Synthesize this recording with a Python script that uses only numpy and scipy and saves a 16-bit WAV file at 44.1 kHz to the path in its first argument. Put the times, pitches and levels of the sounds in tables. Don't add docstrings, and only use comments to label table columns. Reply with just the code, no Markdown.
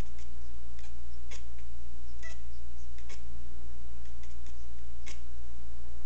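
import sys
import numpy as np
from scipy import signal
from scipy.fft import rfft, irfft, next_fast_len
from scipy.io import wavfile
from scipy.ndimage import uniform_filter1d, map_coordinates

SR = 44100
rng = np.random.default_rng(int(sys.argv[2]) if len(sys.argv) > 2 else 0)


def log_audio(samples):
    frames = np.atleast_2d(samples).T
    limited = np.clip(frames, -1, 1)
    pcm = np.round(limited * 32767).astype(np.int16)
    wavfile.write(sys.argv[1], SR, pcm)


N = 267069

# f/Hz, relative density/dB
BUILDING_SPECTRUM = [(12, -15), (24, -10), (34, -0.5), (47, 0), (60, -3), (70, -8), (95, -8), (130, -35.5)]
STREET_SPECTRUM = [(53, -31), (90, -1), (168, -1.5), (222, -4), (255, 0), (296, -8), (344, -5.5),
                   (540, -10), (590, -9), (1800, -17.5), (2340, -38), (3960, -120)]
HISS_SPECTRUM = [(880, -19.5), (1500, -15), (2150, -1), (2700, -2), (3420, -3.5), (3700, -3.5), (5000, -4),
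                 (5410, -4), (6710, -4), (7470, -4), (8320, -32.5), (10800, -43.5), (18300, -120)]
# t/s, level/dB
STREET_SWELL = [(0.3, -60.5), (1.4, -61.5), (2.8, -62), (3.6, -60), (4.8, -61.1), (5.9, -59.5)]
# f/Hz, gain/dB
ROOM_EQ = [(300, -12), (1000, 5), (2100, 0), (2900, 4.5), (4200, 1), (5700, -4.5), (7200, 1.5)]
# multiple of the firing rate, relative level/dB
ENGINE_PARTIALS = [(1, 0.5), (2, -7.5), (2.5, -6), (4.5, -13)]
# centre t/s, length/s, f/Hz, level/dB
BIRD_CALLS = [(.438, 0.13, 5650, -63), (1.125, .065, 5390, -58.5), (2.08, 0.087, 5360, -59),
              (2.542, 0.074, 5250, -59), (2.795, 0.12, 5700, -58), (4.589, 0.13, 5710, -60),
              (5.027, 0.074, 5320, -61.5)]
# t/s, level/dB, treble tilt/dB, ring pitch ratio
CLICKS = [(.187, -45, 0, 1.03), (0.79, -39.5, -3, 1.01), (.806, -46, 7, 0.92), (1.3277, -43.5, -2.5, 1.14),
          (1.5867, -46.5, -23, 1.15), (2.1938, -49, 11, 1.02), (2.2273, -40, 20, 0.98),
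          (2.9844, -40, -5, 1.01), (3.1048, -45, 13, .88), (4.055, -45.5, -3, .94), (4.2343, -42, 0, 1),
          (4.4648, -41, 1.5, 1), (4.7859, -51.5, -10, .99), (5.0807, -32, 2, 1.1)]
# f/Hz, relative level/dB, t60/s
CLICK_MODES = [(1720, 0.5, 0.0039), (2020, -2, 0.016), (2500, -11, 0.027), (3535, -5, 0.015),
               (5310, 1, 0.0047), (6870, 1.5, 0.0035)]
# t/s, length/s, level/dB, swell per jaw stage/dB
PUFFS = [(.002, 0.013, -58.5, -6.5), (.055, 0.035, -63.5, -1), (0.186, 0.044, -57, 1),
         (0.851, .03, -62.5, -3), (1.31, .054, -47.5, 1.2), (1.592, 0.024, -69.5, -11),
         (2.229, 0.012, -53.5, -5), (2.296, 0.031, -52.5, 2), (2.991, 0.022, -63, 0),
         (3.094, .052, -49.5, 1.5), (4.05, 0.058, -69, -4), (4.233, 0.026, -59, -3.5),
         (4.293, .033, -62.5, 3), (4.462, 0.043, -61.5, 2), (5.064, 0.056, -48, 4.5)]
# f/Hz, nominal width/Hz, gain/dB
OPEN_FORMANTS = [(507, 100, -8.5), (950, 220, -5), (2070, 310, 1), (2540, 440, -2.5), (3460, 230, -4),
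                 (5130, 500, -6), (6450, 410, -4.5)]
NARROW_FORMANTS = [(395, 247, 5.5), (1090, 900, -13), (2300, 49, -5.5), (3300, 280, -3.5), (3830, 300, -6),
                   (5730, 680, -4), (6530, 1200, -0.5)]
SHUT_FORMANTS = [(450, 570, -11.5), (2160, 890, 1), (3090, 230, 2), (3600, 310, -8.5), (5300, 800, 1.5),
                 (6560, 960, 1)]
# f/Hz, gain/dB
CREAK_EQ = [(550, -12.5), (1100, -12), (1650, -14), (2200, -1), (2750, -17), (3320, -7.5), (3870, -14.5),
            (4420, -27.5), (5100, -16.5), (6500, -10.5), (8000, -34)]
# t/s, arch length/s, base f/Hz, mid bend/Hz, level/dB, mid swell/dB, slack tail/s
CHIRP_NOTES = [(.834, .023, 870, -75, -53, -2, .002), (2.235, 0.0556, 633.7, 28.5, -51.5, 7, 0.037)]
# f/Hz, gain/dB
CHIRP_EQS = [
    [(800, -1.5), (1600, -3.5), (2400, 1.5), (3200, -4.5), (4000, -1.5), (4900, -8), (5700, -17),
     (6600, -2), (7300, -3.5), (8000, -11.5)],
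    [(650, -9), (1310, -13.5), (1970, 3), (2600, -13), (3300, -20), (3950, -19), (4600, -47), (5280, -14),
     (5950, -13.5), (6600, -15.5), (8000, -34.5)],
]

HARD_PUFF_DB = -52


def from_db(db):
    return 10 ** (np.asarray(db) / 20)


def rms_one(x):
    return x / np.sqrt(np.mean(x ** 2) + 1e-20)


def clock():
    return np.arange(N) / SR


def eq_gain(curve, hz):
    known_hz, db = np.transpose(curve)
    return from_db(np.interp(np.log(np.maximum(hz, 1)), np.log(known_hz), db))


def noise(spectrum):
    size = next_fast_len(N)
    white = rfft(rng.standard_normal(size))
    hz = np.arange(len(white)) * SR / size
    return rms_one(irfft(white * eq_gain(spectrum, hz), size)[:N])


def drift(rate_hz):
    knots = rng.standard_normal(N // 10)
    return rms_one(map_coordinates(knots, [clock() * rate_hz], order=1, mode="wrap"))


def resonate(x, hz, width_hz):
    r = np.exp(-np.pi * width_hz / SR)
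    b = (1 - r * r) / 2 * np.array([1, 0, -1])
    a = [1, -2 * r * np.cos(2 * np.pi * hz / SR), r * r]
    return signal.lfilter(b, a, signal.lfilter(b, a, x + 1e-18))


def gate(age, length, attack_s, release_s):
    return np.clip(age / attack_s + .5, 0, 1) * np.clip((length - age) / release_s + .5, 0, 1)


def around(start, length):
    first, last = max(0, int((start - .02) * SR)), min(N, int((start + length + .03) * SR))
    return slice(first, last), np.arange(first, last) / SR - start


def s_curve(x):
    return (1 + np.tanh(x / 2)) / 2


def noise_bed(drone_db=-59, hiss_db=-68):
    rumble = from_db(np.interp(clock(), *np.transpose(STREET_SWELL))) * noise(STREET_SPECTRUM)
    return rumble + from_db(drone_db) * noise(BUILDING_SPECTRUM) + from_db(hiss_db) * noise(HISS_SPECTRUM)


def appliance_hum(hz=58.77, rms_db=-46.5):
    level = from_db(rms_db + 0.21 * drift(18)) * np.sqrt(2)
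    return level * np.sin(2 * np.pi * hz * clock() + 0.14 * drift(6.8))


def room(x, t60_s, predelay_s=0.0069):
    t = np.arange(SR // 2) / SR
    echoes = rng.standard_normal(len(t)) * from_db(-60 * t / t60_s) * (t > predelay_s)
    size = next_fast_len(N + len(t))
    response = rfft(echoes / np.linalg.norm(echoes), size)
    response *= eq_gain(ROOM_EQ, np.arange(len(response)) * SR / size)
    return irfft(rfft(x, size) * response, size)[:N]


def engine(from_hz=115, to_hz=153, rev_at_s=3.46, rev_s=.15, pipe_hz=181.5, half_width_hz=7, db=-62):
    t = clock()
    firing_hz = from_hz + (to_hz - from_hz) * s_curve((t - rev_at_s) / rev_s)
    phase = 2 * np.pi * np.cumsum(firing_hz * (1 + 0.001 * drift(13))) / SR
    orders = sum(from_db(order_db + 2 * drift(8)) * np.sin(k * phase) for k, order_db in ENGINE_PARTIALS)
    detuning = (1.5 * firing_hz - pipe_hz) / half_width_hz
    boom = from_db(6) / np.hypot(1, detuning) * np.sin(2 * np.pi * pipe_hz * t)
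    fade = gate(t - 3.22, length=0.74, attack_s=0.25, release_s=.3)
    return from_db(db) * fade * (rms_one(orders) + boom)


def birds(flutter_hz_per_s=3800):
    out, flutter = np.zeros(N), drift(700)
    calls = [(centre, length, hz, flutter_hz_per_s * length, db) for centre, length, hz, db in BIRD_CALLS]
    whistle = (5.469, .37, 6200, 45.7, -71)
    for centre, length, hz, flutter_hz, db in calls + [whistle]:
        near = slice(int((centre - length / 2) * SR), int((centre + length / 2) * SR))
        note = np.sin(2 * np.pi * np.cumsum(hz + flutter_hz * flutter[near]) / SR)
        out[near] += from_db(db) * note * np.sin(np.linspace(0, np.pi, len(note)))
    return out


def mouth_clicks(detune=0.014, lips_db=2, tongue_db=-12, tongue_lag_s=.0042):
    out, t = np.zeros(N), np.arange(SR // 20) / SR
    hz, mode_db, t60 = np.transpose(CLICK_MODES)[:, :, None]
    tilt = np.log(hz / hz[0]) / np.log(hz[-1] / hz[0])
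    for start, click_db, treble_db, ratio in CLICKS:
        decays = from_db(mode_db + treble_db * tilt - 60 * t / t60)
        for lag, snap_db in ((0, lips_db), (tongue_lag_s, tongue_db)):
            ring_hz = hz * ratio * (1 + detune * rng.standard_normal(hz.shape))
            rings = decays * np.sin(2 * np.pi * ring_hz * t)
            snap = rings[::2].sum(0) - rings[1::2].sum(0)
            at = round((start + lag) * SR)
            out[at:at + len(t)] += from_db(click_db + snap_db) * snap / np.abs(snap).max()
    return out


def breath(formants, rough_db=4):
    spurts = from_db(rough_db * np.tanh(drift(700)))
    air = sum(from_db(db) * resonate(spurts * rng.standard_normal(N), hz, 1.67 * width)
              for hz, width, db in formants)
    return air / np.sqrt(uniform_filter1d(air ** 2, size=400) + 1e-20)


def rasps(narrow_at=0.41, shut_at=0.79, closing_speed=12, hiss_per_db_softer=0.35):
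    levels = np.zeros((3, N))
    for start, length, db, swell_db in PUFFS:
        near, age = around(start, length)
        narrowed, shut = (s_curve(closing_speed * (age / length - at)) for at in (narrow_at, shut_at))
        crossfade = np.sqrt([1 - narrowed, narrowed * (1 - shut), narrowed * shut])
        duck_db = -1 if db > HARD_PUFF_DB else 0
        narrow_db = -0.7 + hiss_per_db_softer * (HARD_PUFF_DB - db)
        stage_db = np.array([duck_db - swell_db, narrow_db, swell_db])
        envelope = gate(age, length, attack_s=0.0037, release_s=0.0077)
        levels[:, near] += envelope * from_db(db + stage_db)[:, None] * crossfade
    stages = (OPEN_FORMANTS, NARROW_FORMANTS, SHUT_FORMANTS)
    return sum(level * breath(formants) for level, formants in zip(levels, stages))


def voice(pitch_hz, throat_eq, jitter, sharpness=1, harmonics=12):
    pitch_hz = pitch_hz * (1 + jitter * drift(500)[:len(pitch_hz)] / np.clip(sharpness, .2, 1))
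    k = np.arange(1, harmonics + 1)[:, None]
    gains = eq_gain(throat_eq, k * pitch_hz) ** sharpness
    partials = gains * np.sin(2 * np.pi * k * np.cumsum(pitch_hz) / SR)
    return partials.sum(0) / np.sqrt((gains ** 2).sum(0) / 2)


def creaks(hz=553.2, puff_share=0.52, trim_db=-1.5, fade_s=.005):
    out = np.zeros(N)
    for start, length, db, _ in PUFFS:
        if db > HARD_PUFF_DB:
            near, age = around(start, length)
            envelope = gate(age - fade_s / 2, puff_share * length - fade_s / 2, fade_s, fade_s)
            creak = voice(np.full(len(age), hz), CREAK_EQ, jitter=0.02)
            out[near] += from_db(db + trim_db) * envelope * creak
    return out


def chirps(slacken_s=0.0073, slack_sharpness=0.49, slack_db=-1.5, slack_pitch_rise=0.036):
    out = np.zeros(N)
    for (start, length, hz, bend_hz, db, swell_db, tail_s), throat_eq in zip(CHIRP_NOTES, CHIRP_EQS):
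        near, age = around(start, length + tail_s)
        effort = np.sin(np.pi * np.clip(age / length, 0, 1))
        slack = np.clip((age - length) / slacken_s + .5, 0, 1)
        pitch_hz = hz * (1 + slack_pitch_rise * slack) + bend_hz * effort
        sharpness = 1 - slack * (1 - slack_sharpness)
        tone = voice(pitch_hz, throat_eq, jitter=.004 + .007 * slack, sharpness=sharpness)
        envelope = gate(age, length + tail_s, attack_s=.006, release_s=.009)
        out[near] += from_db(db + swell_db * effort + slack_db * slack) * envelope * tone
    return out


def scene(reverb_db=-9):
    cat = mouth_clicks() + rasps() + creaks() + chirps()
    reverb = from_db(reverb_db) * room(cat, t60_s=0.38)
    outdoors = room(birds(), t60_s=0.12) + engine()
    return (cat + reverb + outdoors + appliance_hum() + noise_bed())[None]


def record(dry, cutoff_hz=8150, dc_offset=-.0996):
    high_cut = signal.ellip(8, .2, 70, cutoff_hz, fs=SR, output="sos")
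    return signal.sosfilt(high_cut, dry) + dc_offset


dry = scene()
out = record(dry)
log_audio(out)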